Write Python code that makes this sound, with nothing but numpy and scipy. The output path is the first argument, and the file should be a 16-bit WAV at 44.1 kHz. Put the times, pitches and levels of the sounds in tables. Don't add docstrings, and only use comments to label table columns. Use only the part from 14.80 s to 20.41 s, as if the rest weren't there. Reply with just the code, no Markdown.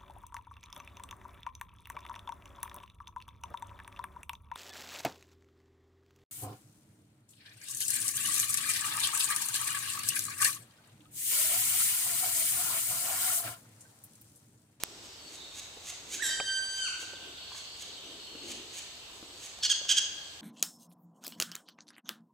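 import sys
import numpy as np
from scipy import signal
from scipy.fft import rfft, irfft
from scipy.io import wavfile
from scipy.ndimage import uniform_filter1d

SR = 44100
rng = np.random.default_rng(int(sys.argv[2]) if len(sys.argv) > 2 else 0)


def makeup_ratio(level_db):
    decades = np.asarray(level_db, float) / 20
    return 10 ** decades


def transcribe(signal):
    frames = np.atleast_2d(signal).T
    limited = np.clip(frames, -1, 1)
    pcm = np.round(limited * 32767).astype(np.int16)
    wavfile.write(sys.argv[1], SR, pcm)


N = 247401
TIME = np.arange(N) / SR

# time in seconds, effort in dB, overtones in dB per octave,
# share of the beak turned away from the camera (0-1).
LONG_EFFORT = [
    (1.394, 0, 0, .1),
    (1.45, 1.5, 0, .35),
    (1.54, -.5, 0, .1),
    (1.63, -3, 0, .05),
    (1.69, 4.5, -1.5, .05),
    (1.77, 2.5, -.5, .05),
    (1.86, -2.5, .3, .1),
    (2.05, 0.2, 2.8, .72),
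    (2.092, -5, -6, .35),
]
LONG_TOP_S = 1.423


def noise(count):
    return rng.standard_normal(N if count == N else 2 ** 15)[:count]


def colour(table, hz):
    f, v = np.transpose(table)
    return np.interp(np.log(np.maximum(hz, 1)), np.log(f), v)


def shape(x, gain):
    count = x.shape[-1]
    hz = np.arange(count // 2 + 1) * SR / count
    return irfft(rfft(x) * gain(hz), count)


def unit(x):
    return x / np.sqrt(np.mean(x ** 2))


def walk(rate, count=N):
    k = max(int(SR / rate), 1)
    return unit(uniform_filter1d(uniform_filter1d(noise(count), k), k))


def bell(hz, width):
    return lambda f: 1 / (1 + 1j * (f - hz ** 2 / np.maximum(f, 1)) / width)


def rows(table, fade=0.0038):
    s, *columns = np.transpose(table)
    s = np.sort(s)
    part = slice(max(int(s[0] * SR), 0), min(int(s[-1] * SR), N))
    t = TIME[part]
    gate = np.clip(np.minimum(t - s[0], s[-1] - t) / fade, 0, 1)
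    return part, [np.interp(t, s, c) for c in columns], gate


def pan(x, db):
    return x * makeup_ratio(np.array([[db / 2], [-db / 2]]))


def leaves_and_air():
    # frequency in Hz, level in dB per Hz.
    air_colour = [(15, -36), (25, -12), (76, .5), (273, -11), (321, -9), (706, -4), (1930, -9.5),
                  (3700, -2.5), (5720, -8), (7510, -8), (8150, -8), (8350, -18), (15200, -22), (16500, -45)]
    mid, side = rng.standard_normal((2, N))
    side = shape(side, lambda f: np.clip(.12 + f / 2000, 0, 1))

    def gain(f):
        spread = np.clip(0.19 + f / 2500, 0, 1)
        return makeup_ratio(colour(air_colour, f)) / np.sqrt(1 + spread ** 2)

    return makeup_ratio(-51.0) * unit(shape(np.array([mid + side, mid - side]), gain))


def low_rumble():
    # peak in seconds, level in dB, spread in seconds.
    swells = [
        (.25, -65, .35),
        (1.45, -59.5, .24),
        (2.42, -62, .22),
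        (3.35, -66, .2),
        (3.72, -57.5, .24),
        (4.45, -70, .12),
    ]
    level = makeup_ratio(-67) + sum(makeup_ratio(db) * np.exp(-((TIME - s) / spread) ** 2) for s, db, spread in swells)
    low = rng.standard_normal(N) + 0.36 * rng.standard_normal((2, N))
    low = unit(shape(low, lambda f: bell(340, 260)(f) ** 2))
    return pan(low, 1.9) * level * makeup_ratio(2.35 * walk(13.7))


def bird_blur():
    # time in seconds, level in dB.
    chorus_curve = [
        (0, -66),
        (.5, -62),
        (1.2, -62),
        (2.2, -54),
        (2.9, -50),
        (3.6, -50),
        (4.1, -53),
        (4.6, -58),
        (5.61, -55),
    ]
    bands = [(2994, 750, 1.5), (3700, 570, -1.5), (4400, 790, 2)]  # (Hz, width Hz, dB)
    chorus = 0
    for hz, width, db in bands:
        band = unit(shape(rng.standard_normal((2, N)), lambda f: bell(hz, width)(f) ** 2))
        chorus = chorus + makeup_ratio(db - 4.0 + 2.55 * walk(12.6)) * band
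    return chorus * makeup_ratio(np.interp(TIME, *np.transpose(chorus_curve)))


def motor_whine():
    hiss = rng.standard_normal(N) + 0.96 * rng.standard_normal((2, N))
    return makeup_ratio(-63) * unit(shape(hiss, bell(8010, 60)))


def handling():
    # start in seconds, peak in dB, ring in Hz, snap in dB, left minus right in dB.
    knocks = [(0.971, -40.5, 480, -18, -5), (1.125, -43.5, 720, -13, -6), (1.601, -27.5, 800, 8, 2),
              (1.608, -32, 577, -17, -9), (1.849, -49, 791, -8, 1.5), (2.229, -41, 547, -11, -4),
              (2.334, -40.5, 557, -18, -7), (2.719, -42, 1040, -14, -1), (2.749, -43, 1100, -8, -1),
              (3.553, -38, 293, -19, 2.0), (3.63, -44, 385, -10, 4), (3.798, -42, 318, -15, 6),
              (4.299, -49, 1030, -13, -3), (4.428, -37, 330, -12, 3), (4.787, -47, 721, -7, 0.5),
              (5.014, -40, 570, -11, -7), (5.053, -45, 720, -8, -3)]
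    out, t = np.zeros((2, N)), np.arange(1300) / SR
    for s, db, hz, snap_db, side_db in knocks:
        ring = np.sin(2 * np.pi * hz * t) * np.exp(-t / .004) * np.minimum(t * hz * 1.2, 1)
        ring += .7 * np.sin(2 * np.pi * 1.57 * hz * t) * np.exp(-t / 0.0024)
        ring += .6 * np.sin(2 * np.pi * 1350 * t) * np.exp(-t / .0007)
        snap = makeup_ratio(snap_db) * np.sin(2 * np.pi * 2400 * t) * np.exp(-t / 0.00085)
        start = int(s * SR)
        out[:, start:start + len(t)] += pan(makeup_ratio(db) * (ring + snap), side_db)
    tick_s, left_db, right_db, lag = .03627, -6.5, -1.5, .7
    k = np.arange(N) - (tick_s - 1e-4) * SR
    tick = makeup_ratio(np.array([[left_db], [right_db]])) * np.sinc(0.76 * (k - np.array([[0], [lag]])))
    return out - tick


def trill_notes():
    notes = []
    for k in range(17):
        stressed = k % 2
        hz = 3480 - k * (26 + 12 * (1 - stressed))
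        db = -48.5 + .45 * k * (stressed - .5)
        notes.append((2.347 + k * .0746, .027, hz * 1.1, hz * .9, 15, db, -3.0))
    return notes


def songbirds():
    # start in seconds, length in seconds, pitch in Hz, level in dB.
    high_bird = [
        (.38, .12, 4480, -53),
        (.5, .25, 4400, -57),
        (1.66, .22, 4380, -55),
        (2.57, .25, 4365, -53.5),
        (3.14, .093, 4370, -61),
        (3.42, .21, 4340, -53.5),
        (4.805, .18, 4420, -44.5),
    ]
    low_bird = [
        (.54, .12, 3760, -50),
        (.66, .22, 3760, -54),
        (.85, .14, 3800, -61),
        (1.25, .04, 3590, -55),
        (4.1, .3, 3680, -63),
        (4.75, .04, 3560, -54),
    ]
    stray_bird = [
        (0, .39, 5380, -60),
        (2.7, .07, 1100, -55),
    ]
    # blur in Hz (the last a share of pitch), left minus right in dB.
    bird_voices = [
        (45, .5),
        (130, -3.5),
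        (.07, -.5),
    ]
    # start in seconds, length in seconds, start in Hz, end in Hz, level in dB.
    slides = [
        (3.24, .05, 5600, 6600, -59),
        (4.45, .1, 8000, 8500, -64),
        (4.55, .04, 6500, 3600, -60),
        (4.59, .04, 3600, 4400, -60),
    ]
    notes = []
    for bird, (blur, side_db) in zip((high_bird, low_bird, stray_bird), bird_voices):
        for s, length, hz, db in bird:
            blur_hz = blur if blur > 1 else blur * hz
            notes.append((s, length, hz, hz * (1 - .008), blur_hz, db, side_db))
    notes += [(s, length, hz0, hz1, 30, db, -.5) for s, length, hz0, hz1, db in slides]
    out = np.zeros((2, N))
    for s, length, hz0, hz1, blur_hz, db, side_db in notes + trill_notes():
        part, (hz,), gate = rows([(s, hz0), (s + length, hz1)], fade=.012)
        tone = np.sin(2 * np.pi * np.cumsum(hz + blur_hz * walk(450, len(hz))) / SR)
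        out[:, part] += pan(gate * makeup_ratio(db + 2.1 * walk(40, len(hz))) * tone, side_db)
    return out


def trunks(x):
    # frequency in Hz, time to die by 60 dB in seconds.
    echo_t60 = [(500, 1.6), (1500, 1.9), (3200, 1.1), (4500, 1.15), (6500, .9), (10000, .3), (15000, 0.18)]
    gap_s, rise_s, early_s, early_db = .008, .02, .06, 6.0
    t = np.arange(int(1.6 * SR)) / SR
    tail = 0
    for hz in 400 * 2 ** np.arange(0, 5.4, .5):
        band = shape(rng.standard_normal((3, len(t))),
                     lambda f: np.exp(-(np.log2(f / hz + 1e-9) * 2.4) ** 2))
        tail = tail + (band[:2] + .6 * band[2]) * makeup_ratio(-60 * t / colour(echo_t60, hz))
    tail = tail * (1 + makeup_ratio(early_db) * np.exp(-t / early_s))
    tail = tail * (1 - np.exp(-np.maximum(t - gap_s, 0) / rise_s)) / np.sqrt(SR / 5)
    return signal.fftconvolve(np.atleast_2d(x), tail, axes=1)[:, :N]


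def near_trunks(near):
    # delay in seconds, level in dB, left minus right in dB.
    slaps = [
        (.04, -12, 2),
        (.022, -17, -3),
        (.071, -19, 0),
    ]
    soft = uniform_filter1d(near, size=3)
    return sum(pan(makeup_ratio(db) * np.roll(soft, int(lag * SR)), side_db) for lag, db, side_db in slaps)


def microphone_ports(near):
    # frequency in Hz, left minus right in dB.
    port_tilt = [(1000, -1), (3300, -6.5), (4500, 2.5), (6500, -2), (11000, -2.5)]
    return np.array([shape(near, lambda f: makeup_ratio(side * colour(port_tilt, f) / 2) * np.exp(.22j * side))
                     for side in (1, -1)])


def rasps():
    # peak in seconds, peak in dB, swell in seconds per 20 dB, pulses per second at the peak,
    # break in seconds per 20 dB.
    begging = [(.03, -50, .08, 500, .03), (.265, -53, .1, 480, .04), (.55, -47, .1, 520, .04),
               (.798, -40, .08, 600, .015), (1.102, -37, .09, 700, .02), (1.345, -32, .06, 850, .04),
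               (1.99, -44, .08, 600, .04), (2.218, -41, .06, 560, .06), (2.783, -43, .08, 590, .03),
               (3.024, -40, .06, 585, .02), (3.722, -39, .1, 635, .012), (3.992, -38, .09, 600, .02),
               (4.375, -54, .08, 550, .04), (4.663, -40, .09, 600, .02)]
    # resonance in Hz, width in Hz, level in dB.
    rasp_throat = [(2700, 800, -11), (3900, 1500, -7), (6550, 600, 5), (7500, 904, -3), (5800, 6000, -10)]
    # start in seconds, level in dB.
    beak_clicks = [
        (.495, -33),
        (.725, -38),
        (1.008, -33),
        (3.633, -31),
        (4.575, -34),
        (4.788, -28),
        (5.053, -30),
    ]
    pulses = np.zeros(N)
    for s, peak_db, swell, top_rate, stop in begging:
        part = slice(max(int((s - .2) * SR), 0), int((s + .1) * SR))
        t = TIME[part] - s
        effort_db = np.where(t < 0, 20 * t / swell, -20 * t / stop)
        rate = top_rate * makeup_ratio(.16 * effort_db) * (1 + .05 * walk(500, len(t)))
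        beats = np.diff(np.floor(np.cumsum(rate) / SR), prepend=0)
        breathy = .03 * noise(len(t))
        uneven = beats * makeup_ratio(2.5 * noise(len(t)))
        pulses[part] += makeup_ratio(peak_db + effort_db) * (uneven + breathy) * np.sqrt(SR / top_rate)
    for s, db in beak_clicks:
        pulses[int(s * SR) + np.array([0, 60, 150])] += makeup_ratio(db) * np.array([1, .7, .5])

    def response(f):
        ring = sum(makeup_ratio(db) * bell(hz, width)(f) for hz, width, db in rasp_throat)
        dulled = ring / (1 + 1j * f / 11000) ** 2 / (1 + 1j * f / 8000)
        return dulled / (1 - 1j * 1500 / (f + 1))

    return makeup_ratio(7.5) * shape(pulses, response)


def cry(table, throat, hoarse_db=-10.5):
    part, (hz, db, half_db, jitter, third_db), gate = rows(table)
    turn = 2 * np.pi * np.cumsum(hz * (1 + 1.6 * jitter * walk(1500, len(hz)))) / SR
    voice = 0
    for k in range(1, 17):
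        line_db = colour(throat, k * hz / 2) + half_db * (k % 2) + third_db * (k == 6)
        voice = voice + makeup_ratio(line_db) * np.sin(k * turn / 2 + k * k)
    puffs = (1 + np.sin(turn)) * noise(len(hz))
    hoarse = makeup_ratio(hoarse_db) * unit(shape(puffs, lambda f: makeup_ratio(.72 * colour(throat, f))))
    out = np.zeros(N)
    out[part] = gate * makeup_ratio(db + 1.5 * walk(250, len(hz))) * (unit(voice) + hoarse)
    return out


def second_bird():
    # time in seconds, pitch in Hz, level in dB.
    squeal_curve = [
        (1.419, 1930, -37),
        (1.443, 1900, -29),
        (1.48, 1870, -30.5),
        (1.525, 1780, -42),
    ]
    # frequency in Hz, level in dB.
    squeal_throat = [(1500, -11), (3700, -2), (5700, -4), (7600, 3), (9500, -11), (11400, -11),
                     (15000, -32)]
    half_db, jitter = -25, .023
    return cry([(*row, half_db, jitter, 0) for row in squeal_curve], squeal_throat)


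def bark(s, hoarse, clean, snap_hz, db, half_db, air_db):
    # frequency in Hz, level in dB.
    bark_throat = [(500, -50), (1000, -30), (1600, -18), (2300, -15), (3200, 0), (4400, -7), (6400, -3),
                   (8200, -13), (9500, -25), (15000, -42)]
    rough, calm = .032, .008
    low_hz, top_hz, sag_hz, end_hz = 1050, 1640, 1460, 1250
    edge_db, hoarse_db, sag_db = -19, -3.5, -4
    snap = s + hoarse
    held_hz = snap_hz + .3 * (sag_hz - snap_hz)
    steps = [(s, low_hz, edge_db, rough),
             (s + .4 * hoarse, top_hz, hoarse_db, rough),
             (snap - .003, top_hz, hoarse_db, rough),
             (snap, snap_hz, 0, calm),
             (snap + .55 * clean, held_hz, 0, calm),
             (snap + clean, sag_hz, sag_db, calm),
             (snap + clean + .008, end_hz, edge_db, rough)]
    third_db = -4 + 11 * np.exp(-((3 * snap_hz - 4400) / 300) ** 2)
    curve = [(t, hz, db + rel_db, half_db, jitter, third_db) for t, hz, rel_db, jitter in steps]
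    return cry(curve, bark_throat, air_db)


def double_barks():
    # start in seconds, hoarse part in seconds, clean part in seconds, pitch at the snap in Hz,
    # level in dB.
    bark_events = [
        (4.824, .03, .014, 1470, -24.5),
        (4.892, .021, .013, 1670, -21.5),
        (5.082, .031, .017, 1660, -22.3),
        (5.163, .021, .008, 1640, -22),
    ]
    half_db, air_db = (-13, -20), (-6.5, -10.5)
    return sum(bark(*row, half_db[k % 2], air_db[k % 2]) for k, row in enumerate(bark_events))


def long_pitch(t):
    start_hz, top_hz, hold_hz = 1465, 1930, 1561
    start, end = LONG_EFFORT[0][0], LONG_EFFORT[-1][0]
    rise = np.interp(t, [start, LONG_TOP_S], [start_hz, top_hz])
    settle = hold_hz + (top_hz - hold_hz) * np.exp(-np.maximum(t - LONG_TOP_S, 0) / .012)
    return np.where(t < LONG_TOP_S, rise, settle) - 660 * np.exp((t - end) / .023)


def long_call():
    # harmonic number, level in dB, fades per second,
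    # one fade in seconds, reflection share (0-1).
    overtones = [(1, -40.3, 9.5, 1.655, .25), (2, -39.3, 13.0, 1.724, .5), (3, -43, 19, 1.748, .5),
                 (4, -49, 17, 1.7, .4), (5, -46, 15, 1.75, .5), (6, -52, 11, 1.8, .4),
                 (7, -65, 14, 1.7, .4)]
    part, (effort_db, tilt_db, _), gate = rows(LONG_EFFORT)
    t = TIME[part]
    since = np.maximum(t - LONG_TOP_S, 0)
    effort_db = effort_db + 12 * np.exp(-since / .014) * (t >= LONG_TOP_S)
    shut = np.exp(-(since / .055) ** 2)
    tilt_db = tilt_db - 13 * shut
    turn = 2 * np.pi * np.cumsum(long_pitch(t) * (1 + .001 * walk(60, len(t)))) / SR
    out = np.zeros((2, N))
    for k, db, rate, fade_s, share in overtones:
        k, share = round(k), share * (1 - shut)
        paths = np.abs(1 - share * np.exp(2j * np.pi * rate * (t - fade_s))) / np.sqrt(1 + share ** 2)
        side_db = -2.5 / 2 + 2.2 * walk(9.4, len(t))
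        level_db = db + effort_db + tilt_db * np.log2(k) + 1.5 * walk(45, len(t))
        level = np.sqrt(2) * gate * paths * makeup_ratio(level_db + np.array([side_db, -side_db]))
        out[:, part] += level * np.sin(k * turn + np.array([[0], [-.15 * k]]))
    return out


def scene():
    background = leaves_and_air() + low_rumble() + bird_blur() + motor_whine()
    far, call = songbirds(), long_call()
    rasp, squeal, barks = rasps(), second_bird(), double_barks()
    near = barks + makeup_ratio(-3.5) * squeal + rasp
    away = np.interp(TIME, *np.transpose(LONG_EFFORT)[[0, -1]])
    straight_call = call * makeup_ratio(-11 * away)
    echo_db = -6 + 11 * away
    wet_call = shape(makeup_ratio(echo_db + 1.2) * call.mean(0), lambda f: 1 / (1 - 1j * 1900 / (f + 1)))
    echo = makeup_ratio(-4.5) * barks + makeup_ratio(-1.2) * squeal + makeup_ratio(.3) * rasp + wet_call + makeup_ratio(1.0) * far.mean(0)
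    direct = microphone_ports(near) + near_trunks(near) + straight_call + far
    return direct + trunks(echo) + handling() + background


def top_cut(x):
    return signal.sosfilt(signal.butter(12, 17010, fs=SR, output="sos"), x)


def record(dry):
    cut = signal.ellip(8, .2, 60, 15750, fs=SR, output="sos")
    return top_cut(signal.sosfilt(cut, dry))


dry = scene()
out = record(dry)
transcribe(out)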